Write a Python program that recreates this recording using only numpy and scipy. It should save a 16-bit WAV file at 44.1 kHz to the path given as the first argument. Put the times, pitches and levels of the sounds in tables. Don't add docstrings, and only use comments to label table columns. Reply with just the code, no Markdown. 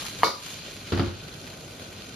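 import sys
import numpy as np
from scipy import signal
from scipy.fft import rfft, irfft
from scipy.io import wavfile
from scipy.ndimage import uniform_filter1d

SR = 44100
rng = np.random.default_rng(int(sys.argv[2]) if len(sys.argv) > 2 else 0)


def generate_wav(sig):
    pcm = np.round(np.clip(np.atleast_2d(sig).T, -1, 1) * 32767).astype(np.int16)
    wavfile.write(sys.argv[1], SR, pcm)


N = 94815
TIME = np.arange(N) / SR
BIN_HZ = np.fft.rfftfreq(N, 1 / SR)

# frequency_hz, correlation (-1 to 1)
COHERENCE = [(60, 1), (200, 0.94), (370, 0.96), (680, 0.47), (1240, 0.38), (1550, -0.2), (1850, .9),
             (2300, 0.68), (3300, 0.37), (5400, 0.26), (7400, -0.42), (9300, -0.62), (10300, 1),
             (14000, 0.76)]


def amp(db):
    return 10 ** (np.asarray(db) / 20)


def unit(x):
    return x / np.sqrt(np.mean(x ** 2) + 1e-20)


def at_hz(points, hz):
    frequencies, values = np.transpose(points)
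    return np.interp(np.log(hz + 1), np.log(frequencies + 1), values)


def at_time(rows, t, column=1):
    rows = np.array(rows)
    return np.interp(t, rows[:, 0], rows[:, column])


def add(mix, start_s, sound):
    part = mix[:, round(start_s * SR):]
    part += sound[..., :part.shape[1]]


def colour(x, spectrum):
    correlation = np.clip(at_hz(COHERENCE, BIN_HZ), -1, 1)
    mid, side = rfft(x) * amp(at_hz(spectrum, BIN_HZ)) * np.sqrt([1 + correlation, 1 - correlation])
    return unit(irfft(np.array([mid + side, mid - side]), N))


def noise(spectrum):
    return colour(rng.standard_normal((2, N)), spectrum)


def churn(x, patch_db, flicker_db, size):
    z = signal.stft(x, nperseg=size)[2]
    patches = uniform_filter1d(rng.standard_normal(z.shape[1:]), size=6, axis=0)
    patches = unit(uniform_filter1d(patches, size=8, axis=1))
    flicker = unit(uniform_filter1d(rng.standard_normal(z.shape[2]), size=2))
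    gain = amp(patch_db * patches + flicker_db * flicker)
    return unit(signal.istft(z * gain, nperseg=size)[1][:, :N])


def burner():
    # frequency_hz, density_db
    spectrum = [(20, -28), (32, -22), (46, -0.5), (65, -9), (92, 0.5), (150, -1), (230, -3.5), (400, -6.5),
                (660, -9), (850, -17.5), (1200, -21.5), (1520, -8.5), (1750, -65), (4000, -40.5)]
    # time_s, level_db, throat_lift_db
    envelope = [(0, -42.5, 0.5), (.1, -45.5, -0.5), (.24, -42, 0.5), (.36, -52, 1), (.5, -44.5, -1.5),
                (.7, -45.5, 2), (.85, -44.5, -0.5), (1.28, -42.5, -1.5), (1.45, -43.5, 0.5),
                (1.58, -44.5, 2.5), (1.7, -44, 3), (1.9, -44, 0.5), (2.15, -43.5, -1.5)]
    throat_hz = 620
    roar = churn(noise(spectrum), patch_db=0, flicker_db=0.82, size=1024)
    hz, t, z = signal.stft(roar, SR, nperseg=512)
    throat = np.exp(-np.log2((hz + 1) / throat_hz) ** 2)[:, None]
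    gain = amp(at_time(envelope, t) + throat * at_time(envelope, t, column=2))
    return signal.istft(z * gain, nperseg=512)[1][:, :N]


def frying():
    # frequency_hz, density_db
    spectrum = [(300, -40), (900, -6.5), (1500, -2.5), (1750, -4.5), (2300, -0.5), (3200, 1.5), (3900, 0.5),
                (4550, 1.5), (5200, -5), (6500, -2.5), (8000, -6.5), (10500, -11.5), (14000, -21)]
    # time_s, level_db, treble_tilt_db_per_octave
    envelope = [(0, -35, 1.9), (.1, -37.5, 1.5), (.15, -39.5, -0.84), (.21, -40.5, 3.4), (.3, -48.5, -0.15),
                (.41, -44.5, 1.2), (.45, -39.5, 0.77), (.52, -40.5, 3.2), (.63, -40.5, -3), (.7, -40.5, -1),
                (.78, -44.5, 1.1), (.88, -41, -1.6), (1.0, -43, -0.8), (1.14, -45.5, -3.6),
                (1.3, -44, -0.66), (1.72, -45, 0.23), (1.85, -45, 0.15), (2.15, -44.5, -1.3)]
    # start_s, level_db, tail_time_constant_s
    spits = [(0.831, -38, .005), (1.285, -32.5, 0.014), (1.476, -32.5, .014), (1.533, -38.5, .005),
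             (1.797, -32, .004), (1.926, -41, .005), (2.021, -34.5, .004)]
    # frequency_hz, density_db
    spit_spectrum = [(300, -10), (1450, 6.5), (2500, 9), (4500, 0), (6500, -9), (14000, -14)]
    bubbles_per_s, spread_db, tilt_hz, spit_s = 1800, 4, 4000, 0.0007
    sizes = amp(spread_db * np.minimum(rng.exponential(1, N), 5)) * rng.choice([-1, 1], N)
    bursts = sizes * (rng.random(N) < bubbles_per_s / SR)
    angle = rng.uniform(0, 2 * np.pi, N)
    bubbles = colour(bursts * np.array([np.cos(angle), np.sin(angle)]), spectrum)
    hiss = churn(noise(spectrum), patch_db=1.2, flicker_db=1, size=256)
    hz, t, z = signal.stft(bowl_echo(amp(-4.5) * bubbles + amp(-2) * hiss), SR, nperseg=256)
    octaves = np.log2(np.maximum(hz / tilt_hz, 1))[:, None]
    gain = amp(at_time(envelope, t) + octaves * at_time(envelope, t, column=2))
    out = signal.istft(z * gain, nperseg=256)[1][:, :N]
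    for start_s, level_db, tail_s in spits:
        decay = np.exp(-TIME / spit_s) + amp(-12.5) * np.exp(-TIME / tail_s)
        add(out, start_s, amp(level_db) * decay * noise(spit_spectrum))
    return out


def bowl_echo(x, decay_s=0.0039):
    t = TIME[:SR // 20]
    response = rng.standard_normal(len(t)) * np.exp(-t / decay_s) * np.minimum(t / decay_s, 1)
    echoes = signal.fftconvolve(x, response[None] / np.linalg.norm(response), axes=1)[:, :N]
    return unit(x + amp(-6.5) * echoes)


def steam_surges(x, depth_db=1, centre_hz=3370):
    hz, t, z = signal.stft(x, SR, nperseg=256)
    surge = unit(uniform_filter1d(uniform_filter1d(rng.standard_normal(len(t)), size=12), size=8))
    band = np.exp(-2 * np.log2((hz + 1) / centre_hz) ** 2)[:, None]
    return signal.istft(z * amp(depth_db * band * surge), nperseg=256)[1][:, :N]


def scrape():
    # frequency_hz, density_db
    spectrum = [(100, -22), (400, -7), (900, 7.5), (1500, 6.5), (2500, 0), (6000, -36)]
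    # time_s, level_db
    strokes = [(0, -45), (.1, -47), (.16, -77), (.21, -42), (.26, -33.5), (.42, -67), (.47, -48), (.6, -64),
               (.75, -62)]
    return amp(at_time(strokes, TIME)) * churn(noise(spectrum), patch_db=1, flicker_db=4.5, size=256)


def ladle_clank():
    # frequency_hz, density_db
    tick_spectrum = [(500, 16), (2500, 3), (5000, -10), (7000, -7), (13000, -6)]
    # pitch_hz, level_db, peak_time_s, left_minus_right_db
    knock_modes = [(764, -8.5, 0.00113, -7.5), (1138, -5.5, 0.001393, 4), (1690, -15.5, 0.00114, 1),
                   (2170, -17.5, 0.00126, -4), (2910, -21, 0.00104, 6), (4500, -25, 0.00135, -1)]
    # frequency_hz, gain_db
    echo_filter = [(300, -13.5), (1250, 1.5), (1600, -8), (3300, -8), (4000, 7)]
    # pitch_hz, level_db, t60_s
    wok_modes = [(447, -19.5, 0.12), (548.5, -32, 0.37), (705, -45, 0.2), (973, -24, 0.25),
                 (994, -32.5, 0.45), (1156, -32, 0.13), (1185, -28.5, 0.41), (1258, -29.5, .35),
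                 (1435, -30, .28), (2232, -27, 0.24), (2970, -36, 0.16), (3608, -32, .28), (4030, -34, .25),
                 (4006, -40, 0.4), (4440, -37, 0.27), (4705, -34, 0.37), (4810, -37, 0.37),
                 (5600, -40, 0.38), (6070, -43, 0.4)]
    # frequency_hz, density_db
    shimmer_spectrum = [(25, -35), (60, -31), (200, 2), (500, 4), (1300, -13), (1800, -17), (3400, -8.5),
                        (3950, 2.5), (4800, 4), (5300, -3.5), (7000, -9), (10000, -16), (14000, -23)]
    strike_s, rebound_s, tick_s = 0.2322, 0.00417, 0.001
    ring_rise_s, shimmer_rise_s, shimmer_t60_s = 0.016, 0.013, 0.39
    knock = amp(-19) * np.exp(-TIME / tick_s) * noise(tick_spectrum)
    for hz, level_db, peak_s, pan_db in knock_modes:
        sides = amp(level_db + np.array([[pan_db], [-pan_db]]) / 2)
        pulse = (TIME / peak_s * np.exp(1 - TIME / peak_s)) ** 2.2
        knock += sides * pulse * np.cos(2 * np.pi * hz * (TIME - peak_s))
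    out = np.zeros((2, N))
    add(out, strike_s, knock)
    add(out, strike_s + rebound_s, amp(-8.5) * knock)
    echoes = kitchen(irfft(rfft(out) * amp(at_hz(echo_filter, BIN_HZ)), N))
    ringing = amp(1.5) * ring(wok_modes) * np.minimum(TIME / ring_rise_s, 1)
    shimmer_gain = np.minimum(TIME / shimmer_rise_s, 1) * amp(-23 - 60 * TIME / shimmer_t60_s)
    add(out, strike_s, ringing + shimmer_gain * noise(shimmer_spectrum))
    return out + amp(-8) * echoes


def ring(modes):
    out = np.zeros((2, N))
    for k, (hz, level_db, t60_s) in enumerate(modes):
        skew = (-1) ** k * np.arccos(np.clip(at_hz(COHERENCE, hz), -1, 1)) / 2
        phase = 2 * np.pi * hz * TIME + np.array([[skew], [-skew]])
        out += amp(level_db - 60 * TIME / t60_s) * np.sin(phase)
    return out


def kitchen(x, wall_delay_s=0.0087):
    # frequency_hz, t60_s
    decay_times = [(100, 0.23), (500, 0.38), (1200, 0.31), (4000, 0.36), (12000, 0.14)]
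    hz, t, z = signal.stft(rng.standard_normal((2, SR // 2)), SR, nperseg=256)
    tail = signal.istft(z * amp(-60 * t / at_hz(decay_times, hz)[:, None]), SR, nperseg=256)[1]
    tail *= np.arange(tail.shape[1]) > wall_delay_s * SR
    return signal.fftconvolve(x, tail / np.linalg.norm(tail[0]), axes=1)[:, :N]


def wok_on_stand():
    # start_s, thump_db, clatter_db, hardness_db_per_octave
    bumps = [(.921, 1, -0.5, -0.5), (.934, -42, -6.5, -5), (.974, -2.5, -4.5, -1.5), (0.9941, -1.5, 0.5, 1),
             (1.068, -5.5, -13.5, -6.5)]
    # pitch_hz, level_db, t60_s
    counter_modes = [(86.4, -28, 0.25), (91, -23, 0.36), (106.4, -30, 0.34), (169, -38, .22),
                     (204.1, -27, 0.29), (238.6, -40, 0.21), (277, -26.5, 0.37), (348.4, -23.5, 0.32),
                     (374, -47, .22), (558.6, -40.5, 0.53), (1158, -45, 0.37), (1350, -46, 0.13)]
    # frequency_hz, density_db
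    spectrum = [(25, -40), (45, 3), (90, 7.5), (250, 11.5), (500, 2), (800, 0.5), (1000, -3.5), (1450, 0.5),
                (2000, -8), (3300, -9.5), (4600, -7.5), (6000, -26), (12000, -40)]
    thud_hz, thud_peak_s, boom_rise_s, pivot_hz = 170, 0.0051, 0.009, 101
    clatter_rise_s, clatter_decay_s, rattle_t60_s = 0.0013, 0.0074, 0.41
    pulse = (TIME / thud_peak_s * np.exp(1 - TIME / thud_peak_s)) ** 2
    thud = amp(-30) * pulse * np.sin(2 * np.pi * thud_hz * TIME)
    decay = amp(-23.5) * np.exp(-TIME / clatter_decay_s) + amp(-28 - 60 * TIME / rattle_t60_s)
    out = np.zeros((2, N))
    for start_s, thump_db, clatter_db, hardness in bumps:
        modes = [(hz, db + hardness * np.log2(hz / pivot_hz), t60) for hz, db, t60 in counter_modes]
        boom = ring(modes) * np.minimum(TIME / boom_rise_s, 1)
        clatter = decay * np.minimum(TIME / clatter_rise_s, 1) * noise(spectrum)
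        add(out, start_s, amp(thump_db) * (thud + boom) + amp(clatter_db) * clatter)
    return out + amp(-17.5) * kitchen(out)


def scene():
    return burner() + steam_surges(frying()) + scrape() + ladle_clank() + wok_on_stand()


def record(dry):
    low_cut_hz, notch_hz, high_cut_hz, ceiling = 44, (7620, 8950), 14200, 0.9
    dry = signal.sosfilt(signal.butter(4, low_cut_hz, "high", fs=SR, output="sos"), dry)
    left, right = dry / (1 + (dry / ceiling) ** 6) ** (1 / 6)
    mid, side = (left + right) / 2, (left - right) / 2
    notch = signal.firwin(511, notch_hz, window=("kaiser", 5), fs=SR)
    mid = signal.oaconvolve(mid, notch, "same")
    low_pass = signal.firwin(511, high_cut_hz, window=("kaiser", 9), fs=SR)
    return signal.oaconvolve(np.array([mid + side, mid - side]), low_pass[None], "same")


dry = scene()
out = record(dry)
generate_wav(out)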